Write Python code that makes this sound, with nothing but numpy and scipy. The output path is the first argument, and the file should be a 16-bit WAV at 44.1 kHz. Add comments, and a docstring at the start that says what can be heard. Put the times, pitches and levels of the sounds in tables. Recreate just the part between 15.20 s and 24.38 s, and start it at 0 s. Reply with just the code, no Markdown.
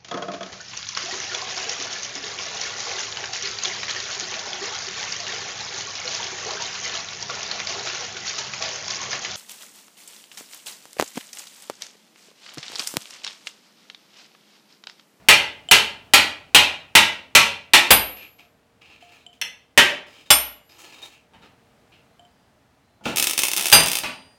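"""In a small hard-walled workshop a hand hammer drives a steel chisel along a forged bar on an anvil.
Three blows land on the bare anvil, which rings in thin decaying modes; near the end a ratchet rasps.
Blows are filtered impulses with dying noise and damped modes; rubbing is grainy noise through resonances.
Touches of the chisel, dull knocks and thuds, a low murmur of air and faint tones lie underneath.
The loudest peaks are flattened."""
import sys
import numpy as np
from scipy import signal
from scipy.fft import rfft, irfft, next_fast_len
from scipy.io import wavfile
from scipy.ndimage import uniform_filter1d, map_coordinates

SR = 44100
rng = np.random.default_rng(int(sys.argv[2]) if len(sys.argv) > 2 else 0)


def amplitude_ratio(level_db):
    """Convert a level in decibels to the matching linear amplitude (field) ratio."""
    exponent = np.asarray(level_db, float) / 20
    return 10 ** exponent


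def master(y):
    """Save y as 16-bit WAV."""
    cut = np.clip(np.atleast_2d(y).T, -1, 1)
    pcm = np.round(cut * 32767)  # scale
    wavfile.write(sys.argv[1], SR, pcm.astype(np.int16))


N = 404832
LENGTH = SR * 7 // 10  # samples that one event may last

# hands and tools slide over scaly steel: start_s, length_s, level_db, fizz_db (relative to the stroke), pitch_hz
STROKES = [(2.961, 0.088, -47.5, -20, 2500), (3.182, 0.016, -52.5, -17, 2500),
           (3.61, 0.15, -53.5, -21, 2550), (3.803, 0.12, -58, -14.5, 2600),
           (3.916, 0.088, -56.5, -16, 2300), (4.125, 0.013, -61, -10.5, 3100),
           (4.861, 0.15, -51.5, -15.5, 5200), (5.055, 0.019, -55, -15, 3640), (5.49, 0.084, -53, -15, 4920),
           (5.582, .04, -51, -5, 7620), (5.635, 0.068, -48, -17, 4230), (5.72, .075, -50.5, -14, 3640),
           (5.817, .04, -48, -8.5, 3650), (5.921, .06, -61.5, -15.5, 2660), (6.215, 0.046, -55, -20, 1370),
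           (6.715, 0.043, -57.5, -24, 2700), (7.835, .02, -44, -13, 2900), (7.848, .07, -36.5, -17, 840)]


def unit(x):
    """Normalisation: scale to rms 1."""
    return x / np.sqrt(np.mean(x ** 2) + 1e-20)


def along(points, hz):
    """Linear interpolation of (hz, value) points on a logarithmic frequency axis."""
    point_hz, value = np.transpose(points)
    return np.interp(np.log(hz + 1), np.log(point_hz + 1), value)


def coloured(spectrum, x):
    """Spectral shaping: noise multiplied by a smooth magnitude response, at rms 1."""
    size = next_fast_len(N + 8192)
    gain = amplitude_ratio(along(spectrum, np.fft.rfftfreq(size, 1 / SR)))
    return unit(irfft(rfft(x, size) * gain, size)[:N])


def onset(rise_s):
    """Exponential approach: a response that builds up with this time constant."""
    return 1 - np.exp(-np.arange(LENGTH) / SR / rise_s)


def impulse(spectrum, tilt_db):
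    """Minimum phase by the folded cepstrum: causal pulses of peak 1, one per tilt (dB per octave) about 2 kHz."""
    hz = np.fft.rfftfreq(4096, 1 / SR)
    level_db = along(spectrum, hz) + np.outer(tilt_db, np.log2(hz / 2000 + .05))
    cepstrum = irfft(np.log(amplitude_ratio(level_db) + 1e-6))
    cepstrum[:, 1:2048] *= 2
    cepstrum[:, 2049:] = 0
    pulse = irfft(np.exp(rfft(cepstrum)))
    pulse = pulse / abs(pulse).max(1, keepdims=True)
    return np.pad(pulse, ((0, 0), (0, LENGTH - 4096)))


def ringing(hz, db, t60, scatter_db):
    """Modal superposition: one sum of exponentially damped modes per row of levels."""
    t = np.arange(LENGTH) / SR
    decay = amplitude_ratio(-60 * t / np.c_[t60])
    modes = decay * np.cos(2 * np.pi * np.c_[hz] * t) * onset(.0002)
    return amplitude_ratio(db + scatter_db * rng.standard_normal(np.shape(db))) @ modes


def in_shop(times, sounds, wet_db, build_up_s=0.0032):
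    """Reverberation: direct sound plus convolution with noise that decays faster in some bands than others."""
    # decay of the room: frequency_hz, t60_s
    room_decay = [(60, 0.35), (400, 0.55), (1100, 0.41), (3000, 0.41), (7500, .3), (15000, 0.25)]
    hz, t, z = signal.stft(rng.standard_normal(sounds.shape), SR, nperseg=256)
    z = z * amplitude_ratio(-60 * t / along(room_decay, hz)[:, None])
    tails = signal.istft(z, SR, nperseg=256)[1][:, :LENGTH]
    tails = tails * onset(build_up_s)
    tails = tails / np.linalg.norm(tails, axis=1, keepdims=True)
    reflected = signal.fftconvolve(sounds, tails, axes=1)[:, :LENGTH]
    heard = sounds + np.c_[amplitude_ratio(wet_db)] * reflected
    out = np.zeros(N + LENGTH)
    for start_s, sound in zip(times, heard):
        out[round(start_s * SR):][:LENGTH] += sound
    return out[:N]


def flutter(count, rate):
    """Band-limited random modulation: smooth curves through random knots, rate knots a second."""
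    knots = rng.standard_normal((count, int(rate * N / SR) + 4))
    return np.array([map_coordinates(k, [np.arange(N) * rate / SR]) for k in knots])


def loose(count, rough, rate):
    """Amplitude modulation by a shifting contact: each event flutters fast and at random."""
    knots = rng.standard_normal((count, 600))
    return 1 + rough * np.array([map_coordinates(k, [np.arange(LENGTH) * rate / SR]) for k in knots])


def chatter(count, t60):
    """Repeated rebound of loose steel on steel: exponentially dying noise per event."""
    return amplitude_ratio(-60 * np.arange(LENGTH) / SR / np.c_[t60]) * rng.standard_normal((count, LENGTH))


def strike(tilt_db, thump_db, thump_hz, chatter_db, chatter_t60, bar_db):
    """Impulsive excitation: contact crack and chatter, the modes of the bar, the boom of stand and floor."""
    # steel on steel: frequency_hz, relative density_db per Hz
    crack_spectrum = [(24, -52.5), (40, -25.5), (479, -13), (615, -9), (733, -9), (896, -6), (1440, -5.5),
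                      (1590, -7.5), (2700, 1.5), (4930, -10), (12800, -22.5), (16000, -36.5)]
    # the clamped bar and its stand: frequency_hz, level_db, t60_s
    bar_modes = [(210, -20, .12), (610, -16, .13), (910, -10, .15), (1320, -12, .14), (1620, -9, .12),
                 (2030, -5, .11), (2400, -7, .11), (2640, -6, .12), (2720, -8, .11), (2950, -7, .11),
                 (3090, -7, .12), (3470, -9, .11), (4250, -12, .08), (5480, -14, .07), (6100, -14, .07)]
    crack = impulse(crack_spectrum, tilt_db)
    rattle = signal.fftconvolve(crack, chatter(len(crack), chatter_t60), axes=1)[:, :LENGTH]
    hz, level_db, t60 = np.transpose(bar_modes)
    bar_tilt_db = np.outer(tilt_db, np.log2(np.maximum(hz, 700) / 2000))
    bar = ringing(hz, level_db + bar_tilt_db, t60, scatter_db=1.5)
    bar = bar * loose(len(crack), rough=3, rate=260)
    boom = ringing([thump_hz], np.c_[thump_db - 15], [.45], scatter_db=1.5)
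    boom = boom * onset(0.02)  # the boom takes a moment to swell
    return crack + amplitude_ratio(chatter_db) * rattle + amplitude_ratio(bar_db) * bar + boom


def hush():
    """Broadband noise: the shop's low murmur of air, with thin sinusoids that come and go."""
    # shop hush: frequency_hz, relative density_db per Hz
    air_spectrum = [(15, -39), (25, -16), (84, -2.5), (212, -6.5), (263, -4), (317, -12), (451, -11),
                    (545, -15), (591, -7.5), (863, -12), (936, -14.5), (1700, -17.5), (4140, -26),
                    (16000, -43)]
    # course of the hush: time_s, rms level_db
    air_levels = [(0, -53), (3.3, -61.5), (4.4, -62.5), (6.11, -61.5), (6.14, -59), (6.7, -58.5),
                  (7.7, -61.5), (9.18, -59)]
    # faint far tones: start_s, length_s, frequency_hz, amplitude level_db
    tones = [(2.9, 4.1, 466, -69), (3.947, 0.13, 4000, -67), (6.101, .35, 4090, -81),
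             (6.82, .18, 4100, -77), (7.04, .28, 4840, -79), (7.619, .2, 4075, -77)]
    t = np.arange(N) / SR
    level = amplitude_ratio(np.interp(t, *np.transpose(air_levels)))
    out = level * coloured(air_spectrum, rng.standard_normal(N))
    for start_s, length_s, hz, db in tones:
        fade = np.clip(np.minimum(t - start_s, start_s + length_s - t) / 0.045, 0, 1)
        out += amplitude_ratio(db) * fade * np.sin(2 * np.pi * hz * t)
    return out


def strokes():
    """Friction envelope: every stroke catches, holds unevenly and dies away; one gain curve each."""
    rise_s, fade_db_per_s, uneven_db = 0.0077, 201, 1
    start_s, length_s, level_db = np.transpose(STROKES)[:3, :, None]
    t = np.arange(N) / SR
    rise = np.clip((t - start_s) / rise_s, 0, 1)
    shape = rise * amplitude_ratio(level_db - fade_db_per_s * np.maximum(t - start_s - length_s, 0))
    return shape * amplitude_ratio(uneven_db * flutter(count=1, rate=25))


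def scrape():
    """Friction excitation: scale flakes catch in uneven grains under an edge and wake the steel's resonances."""
    # grains of scale: frequency_hz, relative density_db per Hz
    scale_spectrum = [(180, -31.5), (300, 10), (405, 3), (737, -5), (1320, 1.5), (1480, -6.5), (2360, 3.5),
                      (3640, -3), (3950, -2), (11700, -43), (16000, -38)]
    # the finest flakes: frequency_hz, relative density_db per Hz
    fizz_spectrum = [(3000, -20.5), (6500, 2.5), (10000, -9), (15000, -12.5)]
    # resonances of the rubbed steel: frequency_hz, bandwidth_hz, level_db
    resonances = [(830, 160, -0.5), (1320, 140, -8), (1720, 77, 1.5), (2418, 200, -7), (2700, 300, -5),
                  (3100, 240, -3), (3720, 52, 0.5), (4230, 130, -3), (5000, 220, -0.5), (7610, 110, -9)]
    wake_db, wake_octaves = 12, .12  # the resonance nearest the pitch of a stroke sings out
    stroke = strokes()
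    fizz_db, pitch_hz = np.transpose(STROKES)[3:]
    sparse = (rng.random(N) < .006) * rng.standard_normal(N) * 6
    flakes = sparse + rng.standard_normal(N)
    grains = coloured(scale_spectrum, flakes)
    size = next_fast_len(N)
    f = np.fft.rfftfreq(size, 1 / SR)
    spectrum = rfft(grains, size)
    catches = amplitude_ratio(3 * flutter(len(resonances), rate=12))  # each resonance comes and goes
    sung = np.zeros(N)
    for catch, (hz, width_hz, db) in zip(catches, resonances):
        nearness = np.exp(-(np.log2(hz / pitch_hz) / wake_octaves) ** 2)
        woken = amplitude_ratio(wake_db * nearness) @ stroke
        bandpass = 1j * f * width_hz / (hz ** 2 - f ** 2 + 1j * f * width_hz)
        sung += catch * amplitude_ratio(db) * woken * irfft(spectrum * bandpass, size)[:N]
    fizz = (amplitude_ratio(fizz_db) @ stroke) * coloured(fizz_spectrum, flakes)
    return amplitude_ratio(-8.5) * stroke.sum(0) * grains + amplitude_ratio(-0.5) * sung + fizz


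def knocks():
    """Soft excitation: dull knocks as crack and ringing steel, over thuds of low damped modes."""
    # dull knocks and thuds, among them a hammer rebound and the thud under a light blow:
    # start_s, strength_db, brightness_db per octave, thud_db (relative to strength)
    dull_sounds = [(4.219, -62, -3.5, 18.5), (6.135, -50.5, -6, -6), (6.232, -50, -8, -9),
                   (7.81, -65.5, -3, 20.5), (7.856, -26, -2, -2), (8.374, -25.5, 1.5, -15.5),
                   (8.551, -11, -3.5, -17), (8.835, -22.5, -2.5, -8.5)]
    # low, wooden-sounding modes of the thud: frequency_hz, level_db, t60_s
    thud_modes = [(200, -6, .17), (260, -6, .12), (380, -9, .08), (520, -4, .09), (680, -4, .08),
                  (850, -3, .08), (1400, -8, .06)]
    start_s, strength_db, tilt_db, thud_db = np.transpose(dull_sounds)
    hz, level_db, t60 = np.transpose(thud_modes)
    thud = ringing(hz, np.c_[thud_db] + level_db, t60, scatter_db=2.5)
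    thud = thud * loose(len(start_s), rough=2, rate=140)
    thud = thud * onset(0.003)  # a soft attack
    thump_db = np.full(len(start_s), -32.0)
    clank = strike(tilt_db, thump_db, thump_hz=85, chatter_db=-10.0, chatter_t60=0.21, bar_db=-16.5)
    return in_shop(start_s, np.c_[amplitude_ratio(strength_db)] * (clank + thud), wet_db=-1.0)


def ticks():
    """Free vibration: light touches ring the loose chisel; a sideways one wakes its lowest bending mode."""
    # the loose chisel touches down: start_s, level_db, low_db (added to the lowest mode)
    touches = [(0.4878, -20.5, -18), (3.1951, -58.5, 0), (3.8252, -46, 2), (4.0647, -33, -18),
               (4.1295, -46, -30), (4.8894, -54, -17), (6.9945, -43.5, -3.5), (7.0509, -49.5, -6)]
    # the loose chisel: frequency_hz, level_db, t60_s
    chisel_modes = [(705, 0, .26), (3065, 0, .035), (4820, -32, .08), (7450, -13, .022), (10050, -28, .025)]
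    start_s, touch_db, low_db = np.transpose(touches)
    hz, level_db, t60 = np.transpose(chisel_modes)
    levels_db = np.c_[touch_db] + level_db + np.outer(low_db, hz == hz.min())
    return in_shop(start_s, ringing(hz, levels_db, t60, scatter_db=0.5), wet_db=-10)


def ratchet():
    """Impulse train with early reflections: each tooth snaps and comes back off bench and anvil."""
    # ratchet teeth: start_s, level_db (before a common lift)
    teeth = [(7.9604, -7.5), (7.9713, -0.5), (7.9827, 1), (7.9982, 1.5), (8.0255, 2.5), (8.042, -2.5),
             (8.0708, 1.5), (8.0967, -6), (8.11, -4.5), (8.1341, -7.5), (8.1784, 0.5), (8.1908, 2),
             (8.2198, -6.5), (8.2345, 3), (8.2524, -5.5), (8.2689, -7), (8.284, -3.5), (8.316, -6),
             (8.3344, -2.5), (8.365, -3), (8.3738, -4), (8.3796, -4.5), (8.3955, -6.5), (8.4105, -5),
             (8.425, -9.5), (8.4349, -10.5), (8.4448, -10.5), (8.4569, -2), (8.4677, -2), (8.4842, -6),
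             (8.5003, -5), (8.518, 0.5), (8.6041, -4.5), (8.6348, -5.5), (8.6604, -5), (8.6716, -7),
             (8.6842, -3.5), (8.6994, -11), (8.7166, -3), (8.7328, -5), (8.7541, -2.5), (8.7702, -7.5),
             (8.787, -5.5)]
    # snap of a tooth: frequency_hz, relative density_db per Hz
    tooth_spectrum = [(59, -41), (100, -29), (350, -3), (461, -9.5), (854, -6), (950, -7.5), (1910, -5),
                      (2370, 0), (8110, -5), (9410, -4), (16000, -11.5)]
    # near echoes: delay_s, level_db
    reflections = [(.00033, -5), (.0011, -14), (.00145, -13), (.00225, -6), (.00305, -14), (.0039, -16)]
    start_s, level_db = np.transpose(teeth)
    snap = impulse(tooth_spectrum, 0.35 * rng.standard_normal(len(start_s)))
    echoes = sum(amplitude_ratio(db) * np.roll(snap, round(delay_s * SR), 1) for delay_s, db in reflections)
    buzz = signal.fftconvolve(snap, chatter(len(start_s), t60=.07), axes=1)[:, :LENGTH]
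    clicks = snap + echoes + amplitude_ratio(-25) * buzz
    return in_shop(start_s, np.c_[amplitude_ratio(level_db + 1.5)] * clicks, wet_db=-7.5)


def anvil():
    """Modal excitation by position: bare steel rings in thin modes, each best from its own spot."""
    # hammer on the anvil face: start_s, strength_db, brightness_db per octave,
    # thump_db (relative to strength), spot in turns round the face
    taps = [(2.706, 0, -4, -12.5, 0), (5.104, -2, -1.7, -11, .33), (8.526, -2, -1.47, -11.5, .67)]
    # anvil and hammer head: frequency_hz, level_db, t60_s, best_spot in turns round the face
    anvil_modes = [(830, -11, .22, .66), (1553, -9, .17, .83), (1868, -43, 1.2, .69), (3425, -8, .15, .22),
                   (4815, -7, .08, .17), (4828, -25, .95, .71), (4829, -3, .2, .7), (5286, -14, .18, .32),
                   (5466, -13, .15, .34), (6158, -12, .26, .66), (7180, -45, 1.1, .16),
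                   (7500, -5, .08, .27), (8096, -13.5, .2, .94), (8428, -15, .25, .6),
                   (8810, -11, .34, .73), (8836, -32, .9, .67), (8999, -14, .29, .34),
                   (9192, -10.5, .25, .25), (9252, -13, .3, .63), (9668, -19, .3, .36),
                   (10275, -30, .4, .9), (10830, -10, .22, .76), (10966, -10.5, .15, .99),
                   (11200, -20, .22, .97), (11719, -15, .62, .15), (11720.5, -21, .57, .36),
                   (11862, -6, .23, .83), (12745, -17, .16, .96), (13890, -15, .13, .2),
                   (14590, -11, .13, .98), (15140, -14, .11, .01)]
    off_spot_db, per_t60_db = 5, 14  # loss a quarter turn off the best spot; more per second of t60
    start_s, strength_db, tilt_db, thump_db, spot = np.transpose(taps)
    hz, level_db, t60, best_spot = np.transpose(anvil_modes)
    blow = strike(tilt_db, thump_db, thump_hz=57, chatter_db=-6.0, chatter_t60=.1, bar_db=-21.0)
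    blow = np.c_[amplitude_ratio(strength_db)] * blow
    off_spot = 1 - np.cos(2 * np.pi * (np.c_[spot] - best_spot))
    woken_db = level_db - (off_spot_db + per_t60_db * t60) * off_spot
    ring = ringing(hz, woken_db, t60, scatter_db=0)
    ring = ring * loose(len(start_s), rough=.12, rate=500) * onset(.001)
    return in_shop(start_s, blow, wet_db=-9.5) + in_shop(start_s, ring, wet_db=-17.5)


def chiselling():
    """Boundary-dependent modes: the gripped chisel sings briefly at pitches set by its seat in the cut."""
    # hammer on chisel: start_s, strength_db, pitch_hz, second_note_hz, brightness_db per octave
    blows = [(.086, -1, 2473, 4230, -0.5), (.512, -0.75, 2700, 4084, -0.3),
             (0.936, -1.5, 2333, 4388, -0.54), (1.347, -1, 2884, 3976, -0.8),
             (1.752, -1, 2113, 3840, -0.48), (2.151, -0.6, 2564, 3880, -0.5), (2.535, -1, 2460, 2049, -0.7),
             (4.214, -25, 2030, 5860, 7.5), (4.576, -2.5, 1900, 2612, -1.5)]
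    full_chatter_t60_s, chatter_grows = .15, .5  # at 0 dB; dB of length per dB of strength
    light_sings, shake, shake_grows = .6, 5, .6  # a light blow sings louder for its strength, shaken less
    start_s, strength_db, low_hz, high_hz, tilt_db = np.transpose(blows)
    count = len(start_s)
    alone_db = np.where(np.eye(count), 0, -200) - light_sings * strength_db  # each blow has its own notes
    chisel = ringing(low_hz, alone_db - 15, np.full(count, .09), scatter_db=0)
    chisel = chisel + ringing(high_hz, alone_db - 17, np.full(count, .05), scatter_db=0)
    chisel = chisel * loose(count, rough=np.c_[shake * amplitude_ratio(shake_grows * strength_db)], rate=700)
    chatter_t60 = full_chatter_t60_s * amplitude_ratio(chatter_grows * strength_db)
    thump_db = np.full(count, -18.0)
    sounds = strike(tilt_db, thump_db, thump_hz=87, chatter_db=-6.5, chatter_t60=chatter_t60, bar_db=-11)
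    return in_shop(start_s, np.c_[amplitude_ratio(strength_db)] * (sounds + chisel), wet_db=-5.5)


def scene():
    """Linear superposition of all sources, heard from one close spot."""
    background = hush() + scrape() + knocks()
    return (background + ticks() + ratchet() + anvil() + chiselling())[None]


def roll_off(x):
    """The treble ends steeply here."""
    return signal.sosfilt(signal.butter(12, 16460, fs=SR, output="sos"), x)


def record(dry):
    """Saturation and filtering: the input stage flattens peaks, lifts the treble and cuts the deepest bass."""
    ceiling = 0.62
    clipped = dry / (1 + np.abs(dry / ceiling) ** 10) ** (1 / 10)
    treble = clipped - uniform_filter1d(clipped, size=5)
    lifted = clipped + .45 * treble
    steady = signal.sosfilt(signal.butter(2, 40, "high", fs=SR, output="sos"), lifted)
    return roll_off(steady)


dry = scene()
out = record(dry)
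master(out)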